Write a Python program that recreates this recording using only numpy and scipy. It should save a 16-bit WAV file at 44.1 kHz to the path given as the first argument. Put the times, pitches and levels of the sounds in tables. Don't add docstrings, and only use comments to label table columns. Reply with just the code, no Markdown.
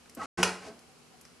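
import sys
import numpy as np
from scipy import signal
from scipy.fft import rfft, irfft
from scipy.io import wavfile
from scipy.ndimage import uniform_filter1d

SR = 44100
rng = np.random.default_rng(int(sys.argv[2]) if len(sys.argv) > 2 else 0)


def unload_wav(signal):
    wavfile.write(
        sys.argv[1],
        SR,
        np.round(np.clip(np.atleast_2d(signal).T, -1, 1) * 32767).astype(np.int16),
    )


N = 61739
T = np.arange(N) / SR
FREQS = np.maximum(np.fft.rfftfreq(N, 1 / SR), 1)


def gain(db):
    return 10 ** (np.asarray(db) / 20)


def unit(x):
    return x / np.sqrt(np.mean(x ** 2))


def curve(points):
    pitch_hz, level_db = np.array(points).T
    return np.interp(np.log(FREQS), np.log(pitch_hz), level_db)


def colour(x, db):
    cepstrum = irfft(np.log(gain(db)), N)
    cepstrum[1:] *= 2 * (np.arange(1, N) < N / 2)
    return irfft(rfft(x) * np.exp(rfft(cepstrum)), N)


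def convolve(x, response):
    return signal.fftconvolve(np.atleast_2d(x), np.atleast_2d(response), axes=1)[:, :N]


def click(start_s):
    return 1. * (np.arange(N) == int(start_s * SR))


def fade(fade_s, t=T):
    return np.exp(-np.log(1000) * np.maximum(t, 0) / max(fade_s, 1e-3))


def wander(speed_hz):
    return unit(irfft(rfft(rng.standard_normal(N)) * np.exp(-(FREQS / speed_hz) ** 2), N))


def wavering_tone(pitch_hz, share, speed_hz=70.7):
    return np.sin(2 * np.pi * np.cumsum(pitch_hz * (1 + share * wander(speed_hz))) / SR)


def ring(tones):
    return sum(gain(db) * np.sin(2 * np.pi * hz * T) * fade(fade_s) for hz, db, fade_s in tones)


# pitch_hz, level_db
STEREO_WIDTH = [(60, -10.5), (200, -13.5), (700, -11.5), (1500, -12), (4000, -10.5), (8000, -11),
                (14000, -7)]

def noise(wider_db=0):
    shared, difference = rng.standard_normal((2, N))
    return shared + colour(difference, curve(STEREO_WIDTH) + wider_db) * np.array([[1], [-1]])


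def burst(fade_s):
    return unit(noise() * fade(fade_s)) / np.sqrt(N)


# pitch_hz, level_db
AIR_COLOUR = [(15, -79), (25, -39), (66, -2.5), (121, -6.5), (154, 0.5), (207, -2), (243, -2.5), (301, -6),
              (438, -2), (604, -10), (768, -6.5), (855, -10), (1280, -10), (1860, -16), (2300, -13.5),
              (11200, -18.5), (15000, -47)]
# pitch_hz, level_db
HUM_TONES = [(76, -81), (150.7, -75), (242.2, -66)]

def room_noise(level_db=-58.5, waver_db=1):
    sound = gain(level_db) * unit(colour(noise(wider_db=9), curve(AIR_COLOUR)))
    for pitch_hz, hum_db in HUM_TONES:
        loudness = gain(hum_db + waver_db * wander(speed_hz=8))
        sound = sound + loudness * np.sin(2 * np.pi * (pitch_hz * T + rng.random()))
    return sound


# start_s, level_db, tilt_db_per_octave
HAND_TOUCHES = [(0.0587, -33.5, -5), (.096, -22.5, 2), (0.1494, -23.5, 14), (0.792, -29, 3),
                (1.212, -27.5, 11), (1.252, -25, -1)]
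# pitch_hz, level_db
TICK_COLOUR = [(100, -18.5), (900, -5), (1800, 2.5), (2700, -2.5), (3700, -9.5), (5000, 2), (10000, -3),
               (12500, -8.5), (15500, -50)]

def hand_ticks():
    snap = 0.3 * click(0)
    sound = 0
    for start_s, level_db, tilt in HAND_TOUCHES:
        colour_db = curve(TICK_COLOUR) + tilt * np.log2(FREQS / 6000)
        tick = colour(snap + burst(fade_s=0.03), colour_db)
        sound = sound + gain(level_db) * convolve(click(start_s), tick)
    return sound


# start_s, rise_s, hold_s, fade_s, low_db, middle_db, high_db
SLIDES = [(0.167, 0.0054, 0.019, 0.2, -46.5, -51.5, -61), (0.193, 0.026, 0.015, 0.035, -52, -45.5, -54),
          (0.23, 0.007, 0.019, 0.13, -49.5, -53.5, -51.5), (0.365, 0.021, 0.013, 0.5, -41.5, -38.5, -43),
          (0.589, 0.077, 0.021, 0.048, -51, -54.5, -54.5), (0.688, 0.0095, 0.0046, 0.48, -57, -73, -75)]
# pitch_hz, level_db
RUB_BODY = [(35, -23), (85, 2), (125, -12.5), (240, 1.5), (320, 1.5), (430, -3), (680, -3), (1200, -39.5),
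            (4000, -65), (12000, -86)]
# pitch_hz, width_hz, level_db
RUB_RINGS = [(702, 26, -3), (793, 260, -3.5), (1093, 100, -3), (1299, 74, -8), (1540, 180, -5.5),
             (2025, 440, -10.5)]
# pitch_hz, level_db
RUB_GRIT = [(300, -47), (1200, -22.5), (2600, 3), (3800, 1), (5300, 1.5), (8000, -2), (10500, -6.5),
            (12300, -20), (15000, -51.5)]

def jug_rubs():
    friction = noise()
    peaks = sum(gain(db) / (1 + (2 * (FREQS - hz) / width_hz) ** 2) for hz, width_hz, db in RUB_RINGS)
    colours_db = curve(RUB_BODY), 20 * np.log10(peaks), curve(RUB_GRIT)
    layers = [unit(colour(friction, db)) for db in colours_db]
    sound = 0
    for start_s, rise_s, hold_s, fade_s, *levels_db in SLIDES:
        pressure = np.clip((T - start_s) / rise_s, 0, 1) * fade(fade_s, T - start_s - rise_s - hold_s)
        sound = sound + pressure * sum(gain(db) * layer for db, layer in zip(levels_db, layers))
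    return sound


# start_s, rise_s, pitch_hz, level_db, fade_s
HOLLOW_NOTES = [(.168, .014, 240, -38, .06), (.237, .004, 250, -40, .035), (.6, .016, 427, -49, .12),
                (.666, .02, 657, -44, .17), (.668, .022, 425, -42.5, .14), (.672, .014, 233, -48, .25),
                (.887, .009, 758, -58.5, .13), (1.136, .009, 758, -56, .11)]

def hollow_notes():
    sound = 0
    for start_s, rise_s, pitch_hz, level_db, fade_s in HOLLOW_NOTES:
        swell = np.clip((T - start_s) / rise_s, 0, 1) * fade(fade_s, T - start_s - rise_s)
        sound = sound + gain(level_db) * swell * wavering_tone(pitch_hz, share=0.0183)
    return sound


# middle_s, length_s, pitch_hz, level_db
SCUFF_SQUEAKS = [(.198, .016, 780, -43), (.205, .018, 1300, -37.5), (.218, .016, 1140, -38),
                 (.221, .014, 1300, -38), (.221, .012, 1990, -41), (.231, .014, 850, -38.5)]

def jug_squeaks():
    sound = 0
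    for middle_s, length_s, pitch_hz, level_db in SCUFF_SQUEAKS:
        swell = np.exp(-(2 * (T - middle_s) / length_s) ** 2)
        sound = sound + gain(level_db) * swell * wavering_tone(pitch_hz, share=0.024)
    return sound


# middle_s, level_db, length_s
LANDINGS = [(.378, -11, .001), (.3893, -1, .001), (.4005, -7, .0018)]
# pitch_hz, level_db, fade_s
JUG_TONES = [(68, -50, 0.37), (87, -38.5, 0.04), (183.5, -36, 0.5), (255, -42, 0.17), (353, -29, 0.13),
             (448, -40.5, 0.4), (788, -40.5, 0.046), (1032, -28, 0.092)]

def jug_thud(level_db=3):
    pushes = 0
    for middle_s, push_db, length_s in LANDINGS:
        bump = np.exp(-np.pi * (2 * (T - middle_s) / length_s) ** 2)
        bump_area = length_s * SR / 2
        pushes = pushes + gain(push_db) * bump / bump_area
    return gain(level_db) * convolve(pushes, ring(JUG_TONES))


# start_s, level_db, tilt_db_per_octave
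BOUNCES = [(.4299, -1, 0.5), (.432, 1.5, 0.5), (0.4368, -3.5, -1)]
# pitch_hz, level_db, fade_s
BASE_TONES = [(235, -55, 0.046), (485, -37.5, 0.049), (614, -29, 0.0366), (770, -22.5, 0.043),
              (1030, -26.5, .035), (1300, -24.5, 0.044), (1510, -15, 0.011), (1670, -31.5, .035),
              (1940, -31, 0.033), (2387, -29, 0.081), (2920, -19.5, 0.023), (3390, -23, 0.016),
              (4790, -26.5, 0.018), (5180, -18, .012), (5630, -22, 0.016), (6460, -22.5, 0.018),
              (7160, -14, 0.0045), (9900, -40, 0.013), (9680, -22, 0.0097)]
# pitch_hz, level_db
CRACK_COLOUR = [(150, -21.5), (400, -1), (750, -2.5), (1400, -2.5), (2100, -4), (2700, 0.5), (3700, -5),
                (5800, -6.5), (8200, -11), (10300, -7.5), (12000, -18), (15000, -63)]

def jug_knock(base_db=-6, crack_db=4, clatter_db=5.5, to_room_db=3.5, tilt_above_hz=980):
    base = gain(base_db) * sum((-1) ** k * ring([tone]) for k, tone in enumerate(BASE_TONES))
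    colour_db = curve(CRACK_COLOUR)
    direct, to_room = 0, 0
    for start_s, level_db, tilt in BOUNCES:
        blow = colour(click(start_s), level_db + tilt * np.log2(1 + FREQS / tilt_above_hz))
        crack = gain(crack_db) * burst(fade_s=0.0024)
        clatter = gain(clatter_db) * burst(fade_s=0.05)
        direct = direct + convolve(blow, base + colour(crack + clatter, colour_db))
        to_room = to_room + gain(to_room_db) * colour(blow, colour_db)
    return direct, to_room


# pitch_hz, level_db, fade_s
BENCH_TONES = [(92, -42, .22), (366, -43, .3), (528, -43, .3), (655, -42, .25), (738, -36.5, .33),
               (834, -44, .42), (1012, -43, .35), (1043, -36, .2), (1227, -44, .4), (1300, -41, .26),
               (1362, -34, .21), (1405, -43, .33), (1620, -37, .2), (1873, -38, .27), (2175, -47, .33),
               (2517, -38, .28), (2536, -39, .3), (2935, -39, .16), (4156, -41, .28), (5281, -42.5, .25),
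               (5981, -31, .18), (7391, -48, .33), (12290, -57, .28), (12960, -53, .12)]

def bench_ring():
    first_hit_s = BOUNCES[0][0]
    return convolve(click(first_hit_s), ring(BENCH_TONES))


# pitch_hz, level_db, fade_s
ECHO_BANDS = [(80.6, -0.5, 0.41), (256, 1, 0.62), (607, 2, 0.41), (1284, 5.5, 0.41), (3000, -5, 0.42),
              (6100, 2, 0.37), (9110, 0.5, .36), (13900, -8, 0.074)]

def room_echo(build_s=0.002):
    spectrum = rfft(noise())
    centres = np.log([band[0] for band in ECHO_BANDS])
    echo = 0
    for this_band, (_, level_db, fade_s) in zip(np.eye(len(ECHO_BANDS)), ECHO_BANDS):
        band_noise = irfft(spectrum * np.interp(np.log(FREQS), centres, this_band), N)
        echo = echo + gain(level_db) * band_noise * fade(fade_s)
    return unit(echo * (1 - np.exp(-T / build_s))) / np.sqrt(N)


def scene():
    knock, to_room = jug_knock()
    delay_s = np.array([[1.2e-5], [0]])
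    knock = irfft(rfft(knock) * np.exp(-2j * np.pi * FREQS * delay_s), N)
    ticks = hand_ticks()
    scuffs = jug_rubs() + jug_squeaks()
    thud = jug_thud()
    for sound, to_room_db in (ticks, -7.5), (scuffs, -9.5), (thud, -12.5):
        to_room = to_room + gain(to_room_db) * sound.mean(axis=0)
    direct = ticks + scuffs + hollow_notes() + thud + knock + bench_ring()
    return room_noise() + direct + convolve(to_room, room_echo())


# pitch_hz, level_db
MIC_COLOUR = [(20, -18.5), (45, -3), (70, -1), (3000, 2), (3600, -2.5), (4200, 1.5), (12000, -2),
              (15000, 4)]
DROPOUT_START_S, DROPOUT_END_S, TOP_HZ = 0.2585, 0.3745, 14300

def record(dry):
    sound_on = 1. * ((T < DROPOUT_START_S) | (T > DROPOUT_END_S))
    sound_on = uniform_filter1d(sound_on, size=100)
    treble_cut = signal.ellip(8, .2, 70, TOP_HZ, fs=SR, output="sos")
    return signal.sosfilt(treble_cut, colour(dry, curve(MIC_COLOUR)) * sound_on)


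dry = scene()
out = record(dry)
unload_wav(out)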